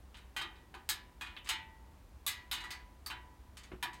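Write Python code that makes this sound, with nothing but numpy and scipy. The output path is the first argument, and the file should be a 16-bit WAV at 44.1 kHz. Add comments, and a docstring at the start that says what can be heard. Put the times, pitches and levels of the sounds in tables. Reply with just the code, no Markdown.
"""In a small workshop, over low rumble and mains hum, a ring-shaped steel spoke wrench is worked off one
nipple of a bicycle wheel and onto the next. Light touches lead into the first clinks: each cracks and sets
rim and wrench ringing, held up by the room, while the taut spokes sing on. A dull knock comes at 0.7 s.
Flurries of clinks follow, and a spoke slips free near 1.6 s and again at 2.3 s. After sparser contacts
a heavier knock lands at 3.7 s, just ahead of the last clink and one more slipping spoke."""
import sys
import numpy as np
from scipy import signal
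from scipy.fft import rfft, irfft
from scipy.io import wavfile

SR = 44100
rng = np.random.default_rng(int(sys.argv[2]) if len(sys.argv) > 2 else 0)


def wrap_up_sound(samples):
    """Save the sound to the file named by the first command line argument, as 16-bit audio."""
    columns = np.atleast_2d(samples).T
    # keep every value between -1 and 1, then stretch to whole-number steps
    tamed = np.clip(columns, -1, 1)
    steps = np.round(tamed * 32767).astype(np.int16)
    wavfile.write(sys.argv[1], SR, steps)


N = 176400
RING_SIZE = 32768
AGE = np.arange(RING_SIZE) / SR
FREQS = np.maximum(np.fft.rfftfreq(RING_SIZE, 1 / SR), 1)

# Hard clinks: t/s, level/dB, bass/dB, treble/dB, top/dB, spoke ring/dB, tail length/x,
# bell boost (f/Hz, gain/dB), favoured partials [(f/Hz, level/dB)]
CLINK_CUES = [(0.3642, -38, -1.5, -9, -9, -2.5, 1.16, (2700, 4.8), [(2450, -4.5), (3127, -1.5), (1934, -8),
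              (1512, -6)]), (0.414, -42.5, 1.5, -8.5, -14, -6, 0.78, (3300, 4), [(3160, -1), (1508, -8),
              (3800, -1)]), (0.7412, -50.5, 4.5, -12, -14, -0.5, 0.77, (1200, 1.6), [(995, -0.5),
              (1504, -2.5), (786, -5.5)]), (0.8902, -35, -6.5, 0.5, 6.5, -1, 1, (3850, 4), [(1722, -7.5),
              (2874, -11), (4573, -19)]), (0.898, -38.5, -7.5, 6.5, -22, -2, 0.45, (3400, 2.4), [(3794, 2),
              (4269, -5)]), (1.2108, -44, -1, -8.5, -8.5, 5, 1.3, (2400, 2.7), [(2470, 0), (3290, -5.5),
              (1810, -7)]), (1.3657, -46.5, -5, -31, -19, 1, 0.48, (3050, 8.2), [(2651, -2)]),
              (1.4898, -36.5, -2.5, 0.5, -2, 3, 1.035, (3300, 7.6), [(2860, -5), (2625, -7), (3046, -1.5)]),
              (1.5050, -39.5, -9.5, -22, -14, 9, 0.9, (2200, 3.5), [(5180, -9), (7979, -10), (4180, -3)]),
              (2.2647, -43, -8.5, 2, 14, 7, 0.75, (3800, 12.8), [(3933, 3.5), (3515, 4.5), (1157, -0.5)]),
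              (2.277, -39, -8.5, 2, 4, 4.5, 1.22, (3770, 5.4), [(1660, -9.5), (2034, -5), (5190, -8.5)]),
              (2.5135, -37.5, -6, -11.5, 1.5, 6.5, 1.22, (4200, 8.6), [(2881, -6.5), (3589, -7), (3927, -8),
              (5190, -12.5)]), (2.639, -48, 2.5, -8, -12, 0, 1.04, (1850, 2.7), [(1939, 4.5)]),
              (2.7058, -42.5, -4, -4, -5, 0.5, 1.08, (4900, 4.7), [(1990, -5), (4540, -9)]),
              (3.0618, -48, -1, -1, 7.5, -1, 0.71, (5200, 9), [(4574, 7), (1264, -5)]),
              (3.1012, -42, 4, -11.5, -11, 2.5, 0.86, (1530, 3.3), [(2760, -6), (3070, -4), (985, -5)]),
              (3.827, -36, 4, -8.5, -3.5, 0, 0.72, (3200, 2.2), [(966, -1.5), (1714, -6), (2429, -8)])]
# Light touches and slides: t/s, level/dB, treble/dB
TOUCH_CUES = [(0.1436, -53.5, -12.5), (0.1689, -57.5, -2.5), (0.392, -42.5, -13), (0.5570, -61.5, -13),
              (1.263, -50.5, -13.5), (1.4451, -60.5, 2.5), (1.46, -51, -11), (1.4719, -46.5, -6),
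              (2.528, -39, -0.5), (2.6040, -46, -8), (3.5702, -52, 1.5), (3.6342, -58, 0.5),
              (3.932, -54.5, -1)]
def contacts():
    """Wrench on nipple: every hit excites the same rim, spoke and wrench modes in a different balance."""
    out = np.zeros(N)
    rim_peaks = ripple(spread_db=5.2, count=1200)
    tones = ringing(SPOKE_MODES + WRENCH_MODES)

    def strike(eq, spoke_db, length):
        """Layer one hit: dense ring, crack and clear tones."""
        spectrum = contact_spectrum(eq)
        body = dense_ring(spectrum * rim_peaks, length) + crack(spectrum)
        sound = clear_tones(tones, eq, spoke_db)
        sound[:RING_SIZE] += attack(AGE, rise_s=.0003) * body
        return sound

    for s, db, bass_db, treble_db, top_db, spoke_db, length, bell, partials in CLINK_CUES:
        eq = (bass_db, treble_db, top_db, bell)
        add(out, s, from_db(db) * (strike(eq, spoke_db, length) + ping(partials, length)))
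    for s, db, treble_db in TOUCH_CUES:
        bass_db, top_db = -4.5, treble_db - 7.5
        add(out, s, from_db(db) * strike((bass_db, treble_db, top_db), spoke_db=5.5, length=1))
    return out


# EQ points for bass, both ends of the flat mids, treble and top: f/Hz
EQ_POINTS = (1000, 2700, 3700, 6200, 13000)
def contact_eq(hz, bass_db, treble_db, top_db, bell=None):
    """Tone of one hit: its own bass, treble and top, with one group of modes lifted if a bell is given."""
    db = at_hz(list(zip(EQ_POINTS, (bass_db, 0, 0, treble_db, top_db))), hz)
    if bell:
        centre_hz, boost_db = bell
        octaves_off = np.log2(hz / centre_hz)
        db = db + boost_db * np.exp(-.5 * (octaves_off / 0.16) ** 2)
    return from_db(db)


# Tone curve of rim and wrench: f/Hz, level/dB
METAL_SPECTRUM = [(150, -11), (330, -3.5), (480, -22.5), (660, -14), (790, -3.5), (1150, 5.5), (1320, -1),
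                  (1700, 3.5), (2600, -0.5), (3800, -1), (4400, -1.5), (5500, -6), (6600, -2), (8800, -2),
                  (10300, -7), (12600, -7), (16000, -14)]
def contact_spectrum(eq):
    """What one hit excites: the metal's tone curve through the hit's EQ, with a ripple of its own."""
    shape = from_db(at_hz(METAL_SPECTRUM, FREQS))
    shape *= np.sqrt(RING_SIZE / np.mean(shape ** 2))
    return shape * contact_eq(FREQS, *eq) * ripple(spread_db=2.3, count=160)


# Tail of the dense ring by band: f/Hz, t60/s
METAL_DECAY = [(300, 1), (1000, 0.34), (2000, 0.35), (4000, 0.25), (8000, 0.15), (16000, 0.11)]
def dense_ring(spectrum, length):
    """The packed modes of rim and wrench die away by band; the fingers' grip sets the tail length."""
    hold_s = 0.0098  # early reflections hold the level up
    centres, t60s = np.transpose(METAL_DECAY)
    bands = np.array([np.interp(np.log(FREQS), np.log(centres), row) for row in np.eye(len(centres))])
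    tails = fade(np.maximum(AGE - hold_s, 0), length * t60s[:, None])
    return (irfft(bands * spectrum * random_phases()) * tails).sum(axis=0)


def crack(spectrum):
    """The transient: one impact, then three ever weaker rebounds at uneven gaps."""
    rebound_s, loss_db, decay_s = .008, 3.5, .001
    burst = from_db(7) * irfft(spectrum * random_phases())
    gaps = rebound_s * (.5 + rng.random(3))
    chatter = sum(from_db(-loss_db * k) * (AGE >= s) * np.exp(-np.abs(AGE - s) / decay_s)
                  for k, s in enumerate(np.append(0, np.cumsum(gaps))))
    low_cut = signal.butter(2, 1030, "high", fs=SR, output="sos")  # the crack keeps out of the bass
    return signal.sosfilt(low_cut, burst * chatter)


def ping(partials, length):
    """The partials a contact point favours stand out and die with the rim."""
    return ringing([(hz, db, length * at_hz(METAL_DECAY, hz)) for hz, db in partials]).sum(axis=0)


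# Singing taut spokes: f/Hz, level/dB, t60/s
SPOKE_MODES = [(748, -30, .7), (886, -27, 1.3), (968, -23, .9), (989, -20.5, 1.35), (1519, -22, .5),
               (1793, -20, .5), (1935, -17.5, .68), (2038, -23, .55), (2304, -21, .45), (2435, -21, .35),
               (2631, -20, .35), (2877, -17, .38), (3055, -22, .38), (3090, -20, .32), (3439, -19, .3),
               (3704, -19, .32)]
# Bright, short ring of the steel wrench: f/Hz, level/dB, t60/s
WRENCH_MODES = [(4576, -18, .22), (5200, -17, .22), (6500, -18, .16), (8037, -15, .16), (8900, -15, .16),
                (11644, -17, .17), (12694, -16, .17)]
def clear_tones(tones, eq, spoke_db):
    """The pitched layer: a hit drives each spoke and wrench mode through its EQ, in random polarity."""
    mode_hz = np.array(SPOKE_MODES + WRENCH_MODES)[:, 0]
    is_spoke = np.arange(len(mode_hz)) < len(SPOKE_MODES)
    gains = from_db(spoke_db * is_spoke) * contact_eq(mode_hz, *eq)
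    return (gains * rng.choice([-1, 1], len(mode_hz))) @ tones


# Spokes slipping free: t/s, f/Hz, level/dB
PLUCK_CUES = [(1.555, 888, -53.5), (2.29, 1940, -50), (3.83, 884, -54.5)]
def plucks():
    """A spoke that slips free of the wrench sings on in one of its modes."""
    out = np.zeros(N)
    t60s = [(hz, t60) for hz, _, t60 in SPOKE_MODES]
    for s, hz, db in PLUCK_CUES:
        add(out, s, ringing([(hz, db, at_hz(t60s, hz))])[0])
    return out


# Dull knocks on the wheel: t/s, level/dB
KNOCK_CUES = [(0.742, -55), (3.7151, -43)]
# Tone curve of the thud: f/Hz, level/dB
THUD_SPECTRUM = [(100, 0), (380, 5), (520, -3.5), (800, -10.5), (1400, -9), (2800, -15), (4500, -32),
                 (15000, -50)]
# Low body of the wheel: f/Hz, level/dB, t60/s
WHEEL_MODES = [(135, -16.5, 0.31), (195, -15, 0.52), (363, -2, 0.29)]
def knocks():
    """Soft bumps: a short thud, then the low modes of the wheel in its stand."""
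    out, rise_s = np.zeros(N), 0.00377
    envelope = np.minimum(AGE / rise_s, 1) * fade(AGE, t60=0.19)
    for s, db in KNOCK_CUES:
        add(out, s, from_db(db) * noise(THUD_SPECTRUM, RING_SIZE) * envelope)
        add(out, s + rise_s, from_db(db) * ringing(WHEEL_MODES).sum(axis=0))
    return out


# Bass-heavy room tone: f/Hz, level/dB
ROOM_SPECTRUM = [(22, -40), (32, -9), (45, -0.5), (70, 0.5), (90, -7), (130, -14.5), (270, -17),
                 (450, -22.5), (700, -24.5), (950, -22.5), (1300, -28.5), (2500, -33.5), (5000, -39),
                 (15000, -44)]
def workshop():
    """The bed: low rumble, faint hiss and mains hum."""
    room_db, hum_db, hum_hz = -57.5, -61.5, 59.3
    hum = np.sin(2 * np.pi * hum_hz * np.arange(N) / SR)
    return from_db(room_db) * noise(ROOM_SPECTRUM, N) + from_db(hum_db) * hum


def ringing(modes):
    """One row per mode: a dying sine that beats against a weaker twin tuned slightly sharp."""
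    t = np.arange(SR) / SR
    detunes = 1 + 0.006 * (.5 + rng.random(len(modes)))
    phases = 2 * np.pi * rng.random(len(modes))
    rows = []
    for (hz, db, t60), detune, phase in zip(modes, detunes, phases):
        twin = from_db(-11) * np.sin(2 * np.pi * hz * detune * t + phase)
        rows.append(from_db(db) * fade(t, t60) * (np.sin(2 * np.pi * hz * t) + twin))
    return attack(t, rise_s=.001) * np.array(rows)


def ripple(spread_db, count):
    """Random peaks and dips across the spectrum, mean power 1."""
    gain = from_db(spread_db * np.interp(FREQS, np.linspace(1, SR / 2, count), rng.standard_normal(count)))
    return gain / np.sqrt(np.mean(gain ** 2))


def random_phases():
    """Phases that smear a spectrum into noise."""
    return np.exp(2j * np.pi * rng.random(len(FREQS)))


def noise(spectrum, size):
    """Coloured noise of rms 1."""
    hz = np.maximum(np.fft.rfftfreq(size, 1 / SR), 1)
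    x = irfft(rfft(rng.standard_normal(size)) * from_db(at_hz(spectrum, hz)), size)
    return x / x.std()


def attack(age, rise_s):
    """Smooth fade-in over the time of contact."""
    return np.sin(np.pi / 2 * np.minimum(age / rise_s, 1)) ** 2


def fade(age, t60):
    """Exponential tail, 60 dB down at t60."""
    return np.exp(-np.log(1000) * age / t60)


def from_db(db):
    """Decibels to gain."""
    return 10 ** (np.asarray(db) / 20)


def at_hz(points, hz):
    """Read a curve on a log-frequency axis."""
    f, value = np.transpose(points)
    return np.interp(np.log(hz), np.log(f), value)


def add(out, s, sound):
    """Mix a sound in at s seconds."""
    start = int(s * SR)
    out[start:start + len(sound)] += sound[:N - start]


def scene():
    """Wrench and wheel up close over the room tone, in mono."""
    return (contacts() + plucks() + knocks() + workshop())[None]


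def record(dry):
    """Steep high cut at 16 kHz."""
    return signal.sosfilt(signal.ellip(10, .2, 70, 16000, fs=SR, output="sos"), dry)


dry = scene()
out = record(dry)
wrap_up_sound(out)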